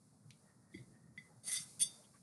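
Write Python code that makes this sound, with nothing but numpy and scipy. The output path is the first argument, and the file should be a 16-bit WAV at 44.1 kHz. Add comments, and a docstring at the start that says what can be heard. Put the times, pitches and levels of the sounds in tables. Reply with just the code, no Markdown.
"""Low rumble and hiss of a small room, a soft thud and a crack; then a razor blade taps a glass bottle.
After two tap groups the blade scrapes one long stroke and one short flick: dense stick-slip clicks drive
decaying glass modes, and filtered clicks give the rasp heard directly. Sine swells are the table thudding
under the hands; filtered noise is the whistle, rub, scuffs, rumble, mids and rustle. One microphone hears all;
the bottle and the crack also reach it through a diffuse room tail."""
import sys
import numpy as np
from scipy import signal
from scipy.fft import rfft, irfft
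from scipy.io import wavfile
from scipy.ndimage import uniform_filter1d

SR = 44100
rng = np.random.default_rng(int(sys.argv[2]) if len(sys.argv) > 2 else 0)


def digitize_waveform(pressure):
    """Quantize a signal to 16-bit integers and store it at the path in sys.argv[1].

    Rows of a 2-D input are taken as channels; values are limited to [-1, 1].
    """
    field = np.atleast_2d(pressure).T
    bounded = np.clip(field, -1, 1)
    quanta = np.round(bounded * 32767).astype(np.int16)
    wavfile.write(sys.argv[1], SR, quanta)


def volts(x):
    """Linear amplitude factor 10**(x/20) for a level x in dB, scalar or array-like."""
    e = np.asarray(x, float) / 20
    return 10 ** e


N = 98298  # length in samples


def level(x):
    """Scale to unit rms."""
    return x / np.sqrt(np.mean(x ** 2))


def colour(x, points):
    """Filter by (Hz, dB) points, -70 dB outside them before scaling; white noise keeps its rms."""
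    p = np.array(points, float)
    hz = np.arange(len(x) // 2 + 1) * SR / len(x) + 1
    gain_db = np.interp(np.log(hz), np.log(p[:, 0]), p[:, 1], left=-70, right=-70)
    return irfft(rfft(x) * level(volts(gain_db)), len(x))


def curve(rows, axis=1):
    """A column joined by straight lines in time."""
    r = np.array(rows, float)
    return np.interp(np.arange(N) / SR, r[:, 0], r[:, axis])


def force(rows):
    """Gain following a dB curve, silent outside its first and last rows."""
    t = np.arange(N) / SR
    return volts(curve(rows)) * (t > rows[0][0]) * (t < rows[-1][0])


def walk(rate):
    """Random levels held 1 / rate seconds, then smoothed twice over that time."""
    k = int(SR / rate)
    steps = np.repeat(rng.standard_normal(N // k + 1), k)
    return 1.3 * uniform_filter1d(uniform_filter1d(steps, k), k)[:N]


def ring(x, hz, t60):
    """One decaying mode: a two-pole resonator, about unit height for a unit blow."""
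    r, w = np.exp(-np.log(1000) / (t60 * SR)), 2 * np.pi * hz / SR
    return signal.lfilter([0, np.sin(w) * r], [1, -2 * r * np.cos(w), r * r], x)


def slips():
    """Stick-slip: the blade catches and lets go in random clicks of either sign and uneven size."""
    slips_per_s, spread_db = 12000, 4.0
    chance, side = rng.random((2, N))
    size = volts(spread_db * rng.standard_normal(N))
    return level((chance < slips_per_s / SR) * np.sign(side - .5) * size)


def rubbed(push, hz, t60):
    """A mode fed by slips under the envelope push, set to the mean energy of such a push."""
    y = ring(push * slips(), hz, t60)
    mean_energy = np.sum(push ** 2) * t60 * SR / (4 * np.log(1000))
    return y * np.sqrt(mean_energy / np.sum(y ** 2))


# Glass modes of the bottle. Each row: frequency in Hz, free ring time T60 in seconds.
GLASS_MODES = [(2018, .11), (2073, .17), (2150, .06), (3335, .11), (3415, .12), (3522, .1), (3634, .35),
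               (4600, .12), (4690, .2), (4870, .08), (5560, .1), (5760, .1), (6195, .13), (6372, .11),
               (8032, .09), (8600, .07), (8870, .11), (9008, .055), (9400, .1), (9442, .12), (9915, .075),
               (10600, .06), (10785, .062), (11090, .07), (11195, .09)]
# How each mode answers the touch, one row per mode. Each row: relative level in dB at the long stroke's
# start, middle and end, at the flick's start and end, and at the tap spot.
TOUCH_DB = [(-13, -2, -17, -37, -40, 3), (-34, -27, -3.5, -46, -31.5, -10), (-15, -12.5, -35, -32, -34, -1),
            (-28, -18, -25, -28, -27, -6), (-27, -33, -8, -28, -19, -19), (-21, -16, -1, -34, -20, -17),
            (-11.5, -29.5, 0.5, -50, -23.5, -29), (5, -25, 0, -24, -15, -12.5),
            (-6, -24, -12, -24, -22, -19.5), (-39, -15, 2.5, -18, -27, -42),
            (-39, -8.5, -4, -9.5, -19.5, -27), (-22, -14, -4, -38, -26, -28),
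            (-18.5, -5.5, -5, -31, -13.5, -36), (-1, -15, -11, -19, -16, -24),
            (-14, -11, -5, -30, -17.5, -38), (-10, 0, -9, -16, -33, -24), (6, -9.5, -2.5, -16, -33, -36),
            (1, 2, 7.5, 4, 0, -40), (-4, 0, -18, -4.5, -18, -38), (-0.5, -2, -20, -9, -16, -25),
            (6.5, -1.5, -4.5, -28, -18, -30), (-7, -14, -23, -20, -9, -44), (-18, -7, -6, -7, -23, -38),
            (-20, 3, -20, -23, -49, -37), (-18, -8, -17, -24, -25, -40)]
# Long stroke of the blade. Each row: time in seconds, force in relative dB,
# place along the stroke (0 start, 1 middle, 2 end).
STROKE = [(1.432, -68, 0.23), (1.455, -56, 0.091), (1.48, -42.5, 0.27), (1.51, -46.5, 1.27),
          (1.517, -38.5, 1.1), (1.535, -41, 0.61), (1.55, -41, 1.67), (1.57, -40, 1.64), (1.578, -47, 1.9),
          (1.6, -46, 1.62), (1.64, -53, 1.17)]
# Short flick of the blade. Each row: time in seconds, force in relative dB, place (0 start, 1 end).
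FLICK = [(1.793, -49, 0.0), (1.797, -37, 0.032), (1.804, -36.5, 0.8), (1.812, -26.5, 0.7),
         (1.822, -27.5, 0.99), (1.832, -34.5, 1.0), (1.838, -44, 1.0), (1.85, -54, 1.0), (1.86, -50, 0.7)]


def glass_ringing():
    """Slips and taps ring each mode by the place touched; its level flutters as the grip shifts."""
    ring_db = -24  # ringing per unit of slip force
    held_stroke, held_tap = 0.37, 0.39  # share of the free ring time left under blade and hand
    ease_s, ease_db = 1.575, -5  # the blade eases off and slides on with less ringing
    flutter_db, flutter_per_s = 3.0, 70
    t = np.arange(N) / SR
    stroke, flick, taps = force(STROKE), force(FLICK), tap_push()
    stroke_place = np.clip(curve(STROKE, axis=2), 0, 2)
    flick_place = np.clip(curve(FLICK, axis=2), 0, 1)
    glass = 0
    for (hz, t60), (start, middle, end, flick_start, flick_end, tap_db) in zip(GLASS_MODES, TOUCH_DB):
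        stroke_db = ring_db + ease_db * (t > ease_s) + np.interp(stroke_place, (0, 1, 2), (start, middle, end))
        flick_db = ring_db + flick_start + (flick_end - flick_start) * flick_place
        # each tap pushes at the mode's own pitch, with a random phase
        blow = taps * volts(tap_db) * np.cos(2 * np.pi * hz * t + 2 * np.pi * rng.random())
        mode = rubbed(stroke * volts(stroke_db), hz, t60 * held_stroke)
        mode = mode + rubbed(flick * volts(flick_db), hz, t60)
        mode = mode + ring(blow, hz, t60 * held_tap)
        glass = glass + mode * volts(flutter_db * walk(flutter_per_s))
    return signal.sosfilt(signal.butter(2, 1620, "high", fs=SR, output="sos"), glass)


# Taps of the blade on the glass. Each row: start in seconds, force in relative dB.
TAPS = [(.741, -54), (0.746, -50.5), (0.758, -62.5), (.775, -55), (1.176, -44.5), (1.186, -56.5),
        (1.806, -53)]


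def tap_push():
    """Each tap is a push that starts at once and dies away exponentially."""
    push_s = .001
    t = np.arange(N) / SR
    push = 0
    for s, db in TAPS:
        push = push + volts(db) * (t > s) * np.exp(-np.abs(t - s) / push_s)
    return push * 2 / (push_s * SR)


# Spectrum of the long stroke's rasp. Each row: frequency in Hz, relative level in dB.
STROKE_RASP = [(300, -47), (500, -10), (720, -8.5), (950, -24), (1250, -1), (2000, -6.5), (2800, -3.5),
               (3600, 2.5), (6000, 4), (7500, 5.5), (9500, 6), (12000, -3)]
# Spectrum of the flick's rasp. Each row: frequency in Hz, relative level in dB.
FLICK_RASP = [(1200, -49), (1900, -25), (2600, -8.5), (4000, -15), (6000, -15), (7500, -11.5), (8800, 5),
              (10200, -2.5), (12000, -4)]


def rasp():
    """Blade and paint heard directly: the slip clicks, filtered, under each stroke's force."""
    stroke_db, flick_db = -7.5, -12.5  # relative to the force
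    chatter = slips()
    stroke = volts(stroke_db) * colour(force(STROKE) * chatter, STROKE_RASP)
    return stroke + volts(flick_db) * colour(force(FLICK) * chatter, FLICK_RASP)


def bottle():
    """The ringing glass together with the direct rasp of the blade."""
    return glass_ringing() + rasp()


# Spectrum of the crack itself. Each row: frequency in Hz, relative level in dB.
TICK = [(1500, -15), (2200, -3.5), (4000, -2.5), (6000, -2.5), (7500, -14.5), (9500, -3), (12000, -21)]
# Spectrum of its grainy tail. Each row: frequency in Hz, relative level in dB.
TICK_TAIL = [(1800, -19), (2300, 0), (3000, -8), (4000, 1), (5000, -9), (7000, -11)]


def tick():
    """A crack of a few milliseconds with a grainy tail: random clicks under exponential decays."""
    t = np.arange(N) / SR - .3065  # seconds from the crack

    def fading(t60):
        return slips() * (t > 0) * 1000. ** (-np.abs(t) / t60)

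    crack = colour(fading(0.0059), TICK)
    tail = colour(fading(0.12), TICK_TAIL)
    return volts(-47.5) * (crack + volts(-17.5) * tail)


def room(x):
    """Small room: a diffuse noise tail whose treble dies sooner, added to the direct sound."""
    room_db, t60_s, treble_t60_s, delay_s = -10, 0.25, 0.19, 0.0034
    t = np.arange(SR // 2) / SR
    noise = rng.standard_normal(len(t))
    low = colour(noise, [(100, 0), (4000, 0), (7000, -20)])
    low = low * np.dot(noise, low) / np.dot(low, low)  # the part to take out of the noise
    tail = low * 1000. ** (-t / t60_s) + (noise - low) * 1000. ** (-t / treble_t60_s)
    tail = tail * (t > delay_s)
    tail = tail / np.sqrt(np.sum(tail ** 2))
    return x + volts(room_db) * signal.fftconvolve(x, tail)[:N]


# Soft thuds and knocks on the table. Each row: centre in seconds, frequency in Hz, peak of the swell in dB,
# swell to 1/e in seconds.
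THUDS = [(0.263, 133, -52.5, 0.0091), (.29, 128.4, -56.5, 0.027), (0.751, 314, -43, 0.0053),
         (0.761, 195, -50, 0.019), (0.763, 97, -56, 0.011), (0.812, 127, -48.5, .016),
         (.92, 213, -63, 0.021), (1.06, 147.4, -57.5, .015), (1.185, 186, -51.5, 0.0079),
         (1.315, 830, -69, 0.015), (1.383, 119, -58, 0.019), (1.607, 157.4, -53, 0.0069),
         (1.82, 202, -59.5, 0.011), (2.0, 604, -64.5, 0.011), (2.149, 1142, -63.5, 0.0075)]


def thuds():
    """The table under the hands: short swells of one resonance each, mostly low."""
    t = np.arange(N) / SR
    total = 0
    for s, hz, db, swell_s in THUDS:
        swell = np.exp(-((t - s) / swell_s) ** 2)
        total = total + volts(db) * swell * np.sin(2 * np.pi * hz * (t - s))
    return total


def narrow_noise(rows, hz, width_hz):
    """Noise through one resonance, following (s, dB) rows."""
    t60 = np.log(1000) / np.pi / width_hz
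    return force(rows) * level(ring(rng.standard_normal(N), hz, t60))


# A light rub on one glass mode. Each row: time in seconds, level in dB.
RUB = [(.71, -109), (.73, -80), (.79, -75), (.83, -86), (.85, -98)]


def rub():
    """A light rub: noise through one glass mode."""
    return narrow_noise(RUB, hz=3650, width_hz=240)


# A faint narrow whistle. Each row: time in seconds, level in dB.
WHISTLE = [(0.4, -100), (.5, -75), (.56, -93), (.69, -84.5), (.73, -78.5), (.92, -92), (.955, -69.5),
           (.98, -81), (1.08, -84), (1.14, -89), (1.3, -81.5), (1.36, -100)]


def whistle():
    """A faint whistle: noise through one narrow resonance."""
    return narrow_noise(WHISTLE, hz=1855, width_hz=45)


# Brief rough swells of handling noise. Each row: centre in seconds, frequency in Hz, width in Hz,
# level at the peak in dB, swell to 1/e in seconds.
SCUFFS = [(.15, 690, 254, -76, 0.034), (.46, 670, 199, -76.5, .025), (.5, 1350, 200, -80, 0.033),
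          (.8, 320, 147, -64, 0.043), (.9, 325, 148, -68, 0.032), (1.479, 730, 199, -68, 0.037),
          (1.65, 1360, 494, -72, 0.042), (2.048, 3270, 300, -73, 0.014), (2.158, 1760, 680, -74, 0.023)]


def scuffs():
    """Handling noise: swells of noise, each through one resonance."""
    t = np.arange(N) / SR
    total = 0
    for s, hz, width_hz, db, swell_s in SCUFFS:
        steady = narrow_noise([(0, db), (N / SR, db)], hz, width_hz)
        total = total + steady * np.exp(-((t - s) / swell_s) ** 2)
    return total


# Level of the low rumble. Each row: time in seconds, level in dB.
RUMBLE_LEVEL = [(0, -69.5), (.4, -70), (.7, -69), (.9, -63.5), (1.0, -68), (1.15, -62.5), (1.3, -68),
                (1.5, -67.5), (1.75, -64.5), (1.9, -66.5), (2.05, -70), (2.23, -68.5)]
# Spectrum of the rumble. Each row: frequency in Hz, relative level in dB.
RUMBLE_COLOUR = [(40, -41.5), (80, -13), (120, -1), (160, -1), (210, -2.5), (270, -9), (400, -21),
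                 (600, -59)]
# Level of the mids. Each row: time in seconds, level in dB.
MID_LEVEL = [(0, -81), (.15, -80), (.4, -81), (.5, -76.5), (.56, -79), (.9, -78.5), (1.15, -79),
             (1.32, -75.5), (1.6, -80), (1.8, -74.5), (1.97, -72.5), (2.1, -75), (2.23, -82)]
# Spectrum of the mids. Each row: frequency in Hz, relative level in dB.
MID_COLOUR = [(250, -17.5), (450, 3), (750, -2.5), (1300, -5), (1600, -10), (2000, -14), (2500, -39.5)]
# Treble rustle of hands up to the long stroke: a list holding one curve. Each row: time in seconds, level in dB.
RUSTLE_EARLY = [
    [(0.0, -76.5), (0.248, -78.5), (0.3, -74), (0.692, -79), (0.75, -71.5), (1.126, -80), (1.178, -72.5),
     (1.356, -76), (1.42, -75.5)],
]
# The rustle from then on. Each row: time in seconds, level in dB.
RUSTLE_LATE = [(1.699, -59.5), (1.79, -65.5), (1.95, -62), (2.06, -69), (2.1, -71), (2.23, -72)]
# Spectrum of the rustle and hiss. 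Each row: frequency in Hz, relative level in dB.
HISS_COLOUR = [(2000, -10), (3000, -19.5), (4500, -5), (7500, -5), (9300, 1), (11000, -4), (12000, -15.5)]


def background():
    """Rumble, mids and the treble rustle of hands: three coloured noises whose levels waver."""
    low, mid, high = rng.standard_normal((3, N))
    rumble_db = curve(RUMBLE_LEVEL) + 0.71 * walk(24)
    mid_db = curve(MID_LEVEL) + 1.24 * walk(16.2)
    rustle_db = curve(list(RUSTLE_EARLY[0]) + list(RUSTLE_LATE)) + .8 * walk(20.85)
    rumble = volts(rumble_db) * colour(low, RUMBLE_COLOUR)
    mids = volts(mid_db) * colour(mid, MID_COLOUR)
    return rumble + mids + volts(rustle_db) * colour(high, HISS_COLOUR)


def scene():
    """Everything at one microphone; only the bottle and the crack excite the room tail."""
    near = room(bottle() + tick())
    handling = thuds() + whistle() + rub() + scuffs()
    return (near + handling + background())[None]


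def low_pass(x):
    """Removes everything above the highest recorded frequency."""
    return signal.sosfilt(signal.butter(12, 12190, fs=SR, output="sos"), x)


def record(dry):
    """The microphone signal through a steep top cut at 12.1 kHz."""
    top_cut = signal.ellip(8, .1, 60, 12100, fs=SR, output="sos")
    mix = signal.sosfilt(top_cut, dry)
    return low_pass(mix)


dry = scene()
out = record(dry)
digitize_waveform(out)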